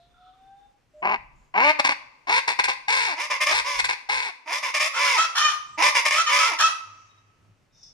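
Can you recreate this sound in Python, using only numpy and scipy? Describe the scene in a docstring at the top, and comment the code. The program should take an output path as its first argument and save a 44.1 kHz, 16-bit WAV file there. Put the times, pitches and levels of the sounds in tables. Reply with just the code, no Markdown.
"""Three chachalacas call in overlapping turns from a leafy tree: one to the left, one ahead, a shriller one beside it.
Faint whistles, small birds and a low hum sound far away over a quiet hiss and a little wind on the microphone.
The raucous birds add puffs from two sides of the syrinx, each at its own rate, and ring them in the windpipe.
The shrill bird sums gliding partials with pulsed rasp; far birds are sines or narrow noise bands.
Decaying noise echoes stand for scatter off twigs, trunks and leaves; air and wind are shaped stereo noise."""
import sys
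import numpy as np
from scipy import signal
from scipy.fft import rfft, irfft
from scipy.io import wavfile
from scipy.ndimage import uniform_filter1d

SR = 44100
rng = np.random.default_rng(int(sys.argv[2]) if len(sys.argv) > 2 else 0)


def to_wav(sig):
    """Store sig (one row per channel, or 1-D mono) as 16-bit WAV at the path in sys.argv[1].

    Samples outside -1..1 are clipped; the rate is SR.
    """
    pcm = np.clip(np.atleast_2d(sig), -1, 1) * 32767
    pcm = np.round(pcm).astype(np.int16)
    wavfile.write(sys.argv[1], SR, pcm.T)  # frames by channels


N = 349695
TIME_S = np.arange(N) / SR


def amp(db):
    """Turn decibels into a linear gain."""
    return 10 ** (np.asarray(db) / 20)


def rms_one(x):
    """Scale to unit rms."""
    return x / np.sqrt(np.mean(x ** 2) + 1e-20)


def evened(x):
    """Hold the short-term rms near 1, over windows of about 30 ms."""
    return x / np.sqrt(uniform_filter1d(x ** 2, size=1300) + 1e-12)


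def band(x, low_hz, high_hz):
    """Keep one range of frequencies with a Butterworth band-pass."""
    edges_hz = [low_hz, min(high_hz, SR * .45)]
    return signal.sosfilt(signal.butter(2, edges_hz, "band", fs=SR, output="sos"), x)


def drift(rate_hz):
    """Random wandering of unit rms: noise through a two-pole low-pass at about the given rate."""
    r = np.exp(-2 * np.pi * rate_hz / SR)
    settle = 9000  # samples dropped while the filter starts up
    wander = signal.lfilter([1], [1, -2 * r, r * r], rng.standard_normal(N + settle))
    return rms_one(wander[settle:])


def stereo_noise(alike):
    """White noise partly shared by both ears: alike runs from 0 (separate) to 1 (the same)."""
    mid, side = rng.standard_normal((2, N))
    return np.sqrt(1 + alike) * mid + np.sqrt(1 - alike) * side * [[1], [-1]]


def in_time(rows):
    """Draw straight lines through a table whose first column is time, one curve per other column."""
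    s, *columns = np.transpose(rows)
    return [np.interp(TIME_S, s, column) for column in columns]


def gated_curves(tables):
    """A gate open within each table's time span, its edges smoothed over 4 ms, and the joined curves."""
    is_open = sum((TIME_S > rows[0][0]) & (TIME_S < rows[-1][0]) for rows in tables)
    gate = uniform_filter1d(np.minimum(is_open, 1.), size=180)
    return gate, in_time([row for rows in tables for row in rows])


def sung(table):
    """For each note: its samples, time since its start, share of its length, gain and other columns."""
    release_s, release_db = .022, -21.5
    attack_curve = 0.64  # under 1: a note jumps in, then swells
    for start, attack, length, peak_db, end_db, *rest in table:
        first = int(start * SR)
        count = min(int((length + 2 * release_s) * SR), N - first)
        since = np.arange(count) / SR
        # sag from the peak to the end level, then die away in two steps
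        corners_s = [attack, max(length, attack + .001), length + release_s, length + 2 * release_s]
        db = np.interp(since, corners_s, [peak_db, end_db, end_db + release_db, end_db + 3 * release_db])
        rise = np.minimum(since / max(attack, .002), 1) ** attack_curve
        yield slice(first, first + count), since, since / length, amp(db) * rise, rest


def repeated(phrase, starts):
    """Lay out the rows of a phrase at each of its starts, stretched in time."""
    return [(start + stretch * s, *rest) for start, stretch in starts for s, *rest in phrase]


def pipe(x, modes):
    """Windpipe: parallel resonances with alternating signs."""
    out = 0
    for k, (hz, width_hz, db) in enumerate(modes):
        r = np.exp(-np.pi * width_hz / SR)
        feed = [(1 - r * r) / 2, 0, (r * r - 1) / 2]
        ring = [1, -2 * r * np.cos(2 * np.pi * hz / SR), r * r]
        out = out + (-1) ** k * amp(db) * signal.lfilter(feed, ring, x)
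    return out


def placed(low, treble, place):
    """Seat a bird in stereo: pan low and treble apart and let sound reach the left ear first."""
    low_db, treble_db, lead_s = place
    side = np.array([[.5], [-.5]])
    left, right = low * amp(low_db * side) + treble * amp(treble_db * side)
    late = np.exp(-2j * np.pi * np.fft.rfftfreq(N, 1 / SR) * lead_s)
    return np.array([left, irfft(rfft(right) * late, N)])


def air():
    """Far hiss of leaves and town: broadband noise with a fixed colour and a slightly drifting level."""
    # spectrum of the hiss: (frequency [Hz], relative level [dB])
    colour = [(88, -37), (150, -27), (258, -5), (326, -10), (561, -11), (860, -13.5), (2760, -18.5),
              (3550, -24), (5870, -24.5), (15500, -42.5)]
    level_db, alike = -69, .5
    hz = np.maximum(np.fft.rfftfreq(N, 1 / SR), 1)
    colour_hz, colour_db = np.transpose(colour)
    shape = amp(np.interp(np.log(hz), np.log(colour_hz), colour_db))
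    hiss = rms_one(irfft(rfft(stereo_noise(alike)) * shape, N))
    return amp(level_db + 1.2 * drift(5.6)) * hiss


def wind():
    """Wind on the microphone: lumpy low noise in two bands, bell-shaped gusts over a murmur."""
    # murmur between the gusts: (time [s], thud level [dB], hum level [dB])
    murmur = [(0.0, -65, -69.5), (.7, -71, -75.5), (2.1, -74, -75), (3.2, -86, -75.5), (4.5, -84, -101),
              (5.45, -83, -79), (5.75, -75.5, -66), (6.3, -74, -88.5), (6.8, -76.5, -77), (7.5, -72, -64),
              (7.93, -75, -74.5)]
    # gusts: (centre [s], half width [s], thud level [dB])
    gust_rows = [(1.25, 0.19, -55), (2.66, 0.066, -66), (2.96, .1, -62.5), (3.57, 0.065, -52),
                 (3.84, 0.085, -51), (4.15, .07, -61), (5.63, .1, -72.5), (7.93, 0.22, -67)]
    gust_hum_db = -12.5  # higher part of each gust, against its thud
    thud_db, hum_db = in_time(murmur)
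    gusts = sum(amp(db) * np.exp(-((TIME_S - s) / width) ** 2) for s, width, db in gust_rows)
    noise = stereo_noise(alike=.65)
    thud_level = (amp(thud_db) + gusts) * amp(1.7 * drift(8))
    thud = thud_level * rms_one(band(noise, 24, 70))
    hum_level = (amp(hum_db) + amp(gust_hum_db) * gusts) * amp(2.5 * drift(8))
    return thud + hum_level * rms_one(band(noise, 65, 140))


def rising_whistle():
    """A far, almost pure whistle climbing steadily: a sine and its faint octave."""
    # loudness: (time [s], level [dB])
    loudness = [(0.0, -57.5), (.1, -69.5), (.15, -72), (.21, -56), (.29, -54.5), (.335, -61.5),
                (.53, -50.5), (.57, -57.5), (.66, -55), (.7, -75), (.73, -66), (.77, -91.5)]
    start_hz, climb_hz_per_s, octave_db = 688, 187, -20.5
    gate, (db,) = gated_curves([loudness])
    phase = 2 * np.pi * np.cumsum(start_hz + climb_hz_per_s * TIME_S) / SR
    return gate * amp(db) * (np.sin(phase) + amp(octave_db) * np.sin(2 * phase))


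def far_sounds():
    """Far whistle, hoot, thin notes, chirps and hum: sines, most of them blurred by random gain."""
    # all four: (start [s], attack [s], length [s], peak [dB], end level [dB], from [Hz], to [Hz])
    # one soft near-sine note before the first cry
    hoot = (.936, .02, .085, -51, -48, 603, 610)
    # thin breathy notes
    thin_notes = [(0, .12, .68, -74, -77, 3530, 3590), (.12, .16, .29, -59, -74, 1400, 1190),
                  (7.08, .025, .13, -71, -77, 3800, 3800), (7.7, .14, .23, -71, -72, 3720, 3500)]
    # breathy chirps of small birds
    chirps = [(0, 0.0065, 0.083, -69.5, -77, 3880, 3600), (.15, .135, 0.26, -68, -85, 3590, 3380),
              (.92, 0.018, .09, -89, -78, 7400, 7140), (1.35, 0.0091, .14, -79, -83, 7070, 7050),
              (5.66, 0.02, .1, -72.5, -70.5, 7618, 7553), (6.88, 0.011, 0.058, -75, -77, 5950, 5820),
              (6.96, 0.028, .13, -70, -77, 5910, 5900), (7.72, 0.077, .1, -63.5, -64, 5560, 5730),
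              (7.825, .008, .1, -52, -67, 5500, 5520)]
    # one low hum
    far_hum = (6.83, .04, .72, -64, -65, 101, 104)
    # a faster random gain spreads a sine into a wider band of noise
    layers = [([hoot], np.ones(N)), (thin_notes, drift(50)), (chirps, drift(450)),
              ([far_hum], 1 + 0.49 * drift(4.8))]
    out = rising_whistle()
    for table, blur in layers:
        for span, _, share, gain, (from_hz, to_hz) in sung(table):
            phase = 2 * np.pi * np.cumsum(from_hz + (to_hz - from_hz) * share) / SR
            out[span] += gain * blur[span] * np.sin(phase)
    return out * np.sqrt(2)  # levels count as rms


def grove(x):
    """Scatter from twigs, near trunks and the far edge: noise dying band by band, separate for each ear."""
    # octave bands: (centre [Hz], trunks t60 [s], trunks level [dB], far edge t60 [s], far edge level [dB])
    octaves = [(286, 0.67, -12, .6, -13.5), (595, 0.68, -7.5, 0.6, -32.5), (977, 0.46, -5.5, 1.47, -21.5),
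               (2240, 0.41, -3, 1.6, -23.5), (5100, 0.36, -2, 1.2, -19), (9000, 0.42, -4, 0.41, -46)]
    twigs_db, twigs_t60_s = -4, .04
    t = np.arange(int(1.3 * SR)) / SR

    def dying(db, t60_s):
        """Exponential decay by 60 dB in t60, scaled so that long decays start lower."""
        return amp(db - 60 * t / t60_s) / np.sqrt(t60_s * SR / 14)

    white = rng.standard_normal((2, len(t)))
    response = band(rng.standard_normal((2, len(t))), 1100, 17000) * dying(twigs_db, twigs_t60_s)
    build_up = np.minimum(t / 0.012, 1)
    for hz, near_t60, near_db, far_t60, far_db in octaves:
        noise = rms_one(band(white, hz / np.sqrt(2), hz * np.sqrt(2)))
        noise = noise * np.sqrt(hz * np.sqrt(2) / SR)  # wider octaves carry more energy
        response = response + noise * (dying(near_db, near_t60) + dying(far_db, far_t60)) * build_up
    return signal.fftconvolve(x, response, axes=1)[:, :N]


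def shrill_bird():
    """A high voice of twelve partials, the second strong; the more it rasps, the more its pitch wavers."""
    # short notes: (start [s], attack [s], length [s], peak [dB], end level [dB],
    # second partial from [Hz], to [Hz], rasp against the tone [dB])
    short_notes = [ (4.93, .035, .06, -31.5, -35.5, 1278, 1370, -4.5),
                   (5.04, 0.02, 0.046, -32.5, -31, 1307, 1370, 0),
                   (5.172, 0.015, 0.082, -20, -26, 1264, 1328, -8.5),
                   (6.15, 0.05, .07, -19.5, -23, 1215, 1338, -8.5),
                   (6.262, .012, 0.06, -23, -32, 1213, 1214, -12.5),
                   (6.35, 0.024, .125, -25, -23.5, 1207, 1371, -8.5)]
    # long yelps: (start [s], length [s], held second partial [Hz], reference level [dB])
    yelps = [(5.352, .225, 1207, -19.5), (6.587, .135, 1302, -16.5)]
    # a yelp glides up out of a rasp, holds and breaks: (share of its length [0-1],
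    # ratio to held pitch [-], level against reference [dB], rasp against the tone [dB])
    yelp_shape = [(0, .68, -15, 3), (.06, .77, -10, 2), (0.141, .975, -3, 1), (.24, .996, -5, -4),
                  (0.452, 1.001, 1, -16.5), (.63, 1.002, -6, -7), (.72, 1.005, -17, 2), (1, .995, -32, 3)]
    # throat gain read at each partial: (frequency [Hz], gain [dB])
    throat = [(600, -31), (1150, 0.5), (1350, 0.5), (1800, -10.5), (1960, -17.5), (2420, -12.5),
              (2630, -10.5), (3020, -8), (3290, -15.5), (4500, -25), (6000, -18.5), (8000, -28)]
    # windpipe resonances that colour the rasp: (centre [Hz], width [Hz], gain [dB])
    rasp_pipe = [(870, 440, -8.5), (1560, 410, -3), (2150, 410, -14), (3120, 330, -3.5), (5900, 880, -12),
                 (9550, 870, -22)]
    # seat: (left over right, tone [dB], left over right, rasp [dB], left ear lead [s])
    seat = (-.5, -.5, .00008)
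    yelp_tables = [[(s + length * share, hz * ratio, reference_db + shape_db, rasp)
                    for share, ratio, shape_db, rasp in yelp_shape]
                   for s, length, hz, reference_db in yelps]
    gate, (second_hz, db, rasp_db) = gated_curves(yelp_tables)
    level = gate * amp(db)
    for span, _, share, gain, (from_hz, to_hz, note_rasp_db) in sung(short_notes):
        level[span] = gain
        second_hz[span] = from_hz + (to_hz - from_hz) * share
        rasp_db[span] = note_rasp_db
    waver = 0.061 * amp(rasp_db) * drift(90)
    phase = np.pi * np.cumsum(second_hz * (1 + waver)) / SR  # fundamental: half the second partial
    throat_hz, throat_db = np.transpose(throat)
    tone = 0
    for k in range(1, 13):
        gain = amp(np.interp(k * second_hz / 2, throat_hz, throat_db))
        tone = tone + gain * np.sin(k * phase + k * k)
    tone = tone * np.sqrt(2)
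    puffed = (1 + np.cos(phase)) ** 2 * rng.standard_normal(N)
    rasp = amp(rasp_db) * evened(band(pipe(puffed, rasp_pipe), 550, 15000))
    level = level * amp(1.5 * drift(80))
    return placed(level * tone, level * rasp, seat)


def membrane(hz, rough):
    """One side of the syrinx: a train of sharp air puffs, uneven in time and size when rough."""
    jitter, shimmer_db, sharp = .1, 7.0, .85
    phase = 2 * np.pi * np.cumsum(hz * (1 + jitter * rough * drift(149.45))) / SR
    puffs = (1 - sharp ** 2) / (1 - 2 * sharp * np.cos(phase) + sharp ** 2)
    return puffs * amp(shimmer_db * rough * np.clip(drift(450), -2, 2))


def raucous(cries, voice, modes, seat, lower_share, hiss, floor_hz):
    """Two membranes share one airflow, so each also throttles the other; air hisses at each puff."""
    beak_opens_s, middle_follows = 0.29, 0.39  # the middle band takes a share of the top band's rise
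    brighter_db_per_octave, open_hz = 7.5, 559.5  # higher pitch of the upper side also brightens
    level, middle_db, top_db = np.zeros((3, N))
    for span, since, _, gain, (middle_start_db, top_start_db) in sung(cries):
        level[span] = gain
        # the top band closes its gap to the low band as the beak opens
        top_db[span] = top_start_db * np.exp(-since / beak_opens_s)
        middle_db[span] = middle_start_db + middle_follows * (top_db[span] - top_start_db)
    upper_hz, lower_hz, rough = in_time(voice)
    lift_db = brighter_db_per_octave * np.log2(upper_hz / open_hz)
    middle_db = middle_db + middle_follows * lift_db
    top_db = top_db + lift_db
    sizzle_db = 1.61 * top_db - 7.5  # the highest band grows fastest as the beak opens

    upper, lower = membrane(upper_hz, rough), membrane(lower_hz, rough)
    flow = upper + lower_share * lower + 0.026 * upper * lower
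    turbulence = flow * rng.standard_normal(N)
    breath = (rough + 0.47) * turbulence
    bright = flow + 3.8 * hiss * breath

    low = pipe(flow + .5 * rough * turbulence, modes[:3])
    low = band(band(low, floor_hz, 1300), floor_hz, 3300)
    middle = band(pipe(flow + hiss * breath, modes[3:6]), 1250, 3500)
    top = band(pipe(bright, modes[6:9]), 2700, 7000)
    sizzle = band(pipe(bright, modes[9:]), 6000, 15500)
    treble = amp(middle_db) * evened(middle) + amp(top_db) * evened(top) + amp(sizzle_db) * evened(sizzle)
    return placed(level * evened(low), level * treble, seat)


def ahead_bird():
    """The raucous bird ahead: one phrase three times, its two membranes close in pitch."""
    # cries: (start [s], attack [s], length [s], peak [dB], end level [dB],
    # starting middle band against the low [dB], starting top band against the low [dB])
    cries = [ (3.16, 0.049, 0.1, -31, -38.5, 1, -5), (3.299, 0.014, 0.068, -24.5, -34.5, -0.5, -8.5),
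             (3.403, .01, .034, -28, -27.5, 4.5, -3), (3.46, 0.011, 0.063, -25, -28, 0.5, -5.5),
             (3.64, 0.036, .16, -28, -34.5, -4, -8.5), (4.457, 0.082, 0.13, -29.5, -36.5, 0, -4.5),
             (4.625, 0.014, 0.079, -29, -35, 0, -6.5), (4.738, 0.0062, 0.044, -28.5, -32, 3.5, -3),
             (4.796, 0.0087, 0.08, -27.5, -33.5, 4, -2), (4.945, .07, 0.24, -24.5, -26.5, -1, -8),
             (5.775, 0.064, 0.12, -18.5, -24, -1.5, -7), (5.946, 0.017, 0.056, -21, -27, 1.5, -4),
             (6.05, 0.015, 0.039, -23, -32, 3.5, -2.5), (6.107, 0.0054, 0.081, -26.5, -34, 4.5, -2),
             (6.28, .06, .27, -22, -33, -0.5, -6.5)]
    # membranes: (time into the phrase [s], upper side [Hz], lower side [Hz], roughness [0-1])
    phrase = [(0, 315, 300, .45), (.035, 335, 320, .42), (.062, 566, 481, .33), (.132, 618, 550, .24),
              (.16, 610, 525, .35), (.245, 498, 448, .34), (.27, 604, 538, .3), (.33, 597, 550, .3),
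              (.425, 645, 570, .3), (.49, 522, 461, .32), (.56, 589, 516, .17), (.65, 558, 489, .2),
              (.702, 469, 452, .3), (.725, 325, 310, .42), (.762, 305, 295, .45)]
    # phrases: (start [s], stretch in time [-])
    starts = [(3.149, .96), (4.469, .995), (5.769, 1.04)]
    # windpipe, three resonances each for low, middle and top, the rest for sizzle:
    # (centre [Hz], width [Hz], gain [dB])
    modes = [(300, 93, -12), (641, 1000, -10), (988, 180, 6.5), (1600, 570, -7), (2040, 190, 9.5),
             (2650, 700, 4), (3364, 550, 0.5), (4805, 120, 0.5), (5360, 980, -5), (7200, 440, 11.5),
             (9500, 2400, 0), (12500, 4600, -30.5)]
    # seat: (left over right, low band [dB], left over right, treble [dB], left ear lead [s])
    seat = (-1.8, 0, .00001)
    return raucous(cries, repeated(phrase, starts), modes, seat, lower_share=.7, hiss=1.3, floor_hz=250)


def left_bird():
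    """The raucous bird on the left: it warms up about an octave apart, then sings one phrase twice."""
    # cries: (start [s], attack [s], length [s], peak [dB], end level [dB],
    # starting middle band against the low [dB], starting top band against the low [dB])
    cries = [ (1.021, 0.034, 0.13, -21.5, -24, -4, -27), (1.539, 0.038, 0.17, -19, -18.5, -2.5, -23.5),
             (1.789, 0.012, 0.017, -15.5, -29.5, 2.5, -6.5), (1.842, .008, .035, -21, -26.5, 3.5, -5),
             (1.885, 0.011, 0.042, -21.5, -29.5, 2.5, -9), (2.27, 0.045, 0.12, -21.5, -23, 1.5, -7.5),
             (2.475, 0.007, .055, -22, -35.5, 3.5, -3.5), (2.588, 0.0083, 0.018, -17, -26, 3, -5.5),
             (2.637, 0.0069, 0.024, -25.5, -34.5, 7.5, 0.5), (2.678, 0.0094, 0.059, -21.5, -37.5, 2, -6),
             (2.88, 0.0062, 0.26, -25, -32.5, 4.5, -2.5), (3.5, 0.018, 0.1, -27, -28.5, 4.5, 0),
             (3.785, 0.016, .024, -25.5, -33, 6.5, 1), (3.839, 0.0078, 0.031, -28.5, -42, 8.5, 2.5),
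             (3.884, .012, 0.055, -26.5, -37, 4.5, -3), (4.088, 0.0057, 0.21, -27.5, -38, 4.5, -3.5)]
    # membranes while warming up: (time [s], upper side [Hz], lower side [Hz], roughness [0-1])
    warmup = [(1.021, 360.7, 190, 0.66), (1.172, 419.7, 215, 0.64), (1.538, 340, 170, 0.5),
              (1.625, 520.7, 259.9, 0.45), (1.643, 575.2, 289.5, 0.14), (1.715, 621.8, 311.3, 0.02),
              (1.731, 614.2, 310.5, 0.49), (1.787, 560, 280.1, 0.52), (1.949, 560, 277.8, 0.82)]
    # membranes afterwards: (time into the phrase [s], upper side [Hz], lower side [Hz], roughness [0-1])
    phrase = [(0, 340, 242.5, .45), (.055, 480, 431.3, 0.32), (.13, 545.7, 483, .33),
              (.2, 498.7, 403.7, .6), (.46, 510.2, 409.8, .5), (.595, 401, 400.6, .46),
              (.635, 530, 445, .45), (.77, 478, 424.9, .45), (.835, 300, 275, 0.41)]
    # phrases: (start [s], stretch in time [-])
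    starts = [(2.27, 1.03), (3.5, .99)]
    # windpipe, three resonances each for low, middle and top, the rest for sizzle:
    # (centre [Hz], width [Hz], gain [dB])
    modes = [(240, 220, -16.5), (653, 342, -7), (1000, 114, 7.5), (1563, 130, -0.5), (2150, 293, 4.5),
             (2660, 410, 0), (3480, 560, 2), (4507, 200, 3), (5080, 590, -5), (7300, 1220, 3.5),
             (9300, 3400, -6), (12400, 3900, -16.5)]
    # seat: (left over right, low band [dB], left over right, treble [dB], left ear lead [s])
    seat = (2.2, 3.0, .00021)
    voice = warmup + repeated(phrase, starts)
    return raucous(cries, voice, modes, seat, lower_share=0.73, hiss=1.68, floor_hz=149)


def scene():
    """The birds and their echoes in the grove, over air and wind."""
    # send into the grove as the left bird turns its head toward it: (time [s], level [dB])
    left_send = [(1.1, -10), (1.7, -2.5), (1.9, -5), (2.5, -1.5), (4.3, -1.5)]
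    ahead_send_db, shrill_send_db, far_send_db = 4, 5.5, 4
    left, ahead, high, far = left_bird(), ahead_bird(), shrill_bird(), far_sounds()
    sent = amp(in_time(left_send)[0]) * left + amp(ahead_send_db) * ahead
    sent = sent + amp(shrill_send_db) * high + amp(far_send_db) * far
    return left + ahead + high + far + grove(sent) + air() + wind()


def record(dry):
    """Round the peaks softly and cut the treble steeply."""
    peak_top, cutoff_hz = .75, 16300
    rounded = peak_top * np.tanh(dry / peak_top)
    # 70 dB down from the cutoff upward
    return signal.sosfilt(signal.cheby2(12, 70, cutoff_hz, fs=SR, output="sos"), rounded)


dry = scene()
out = record(dry)
to_wav(out)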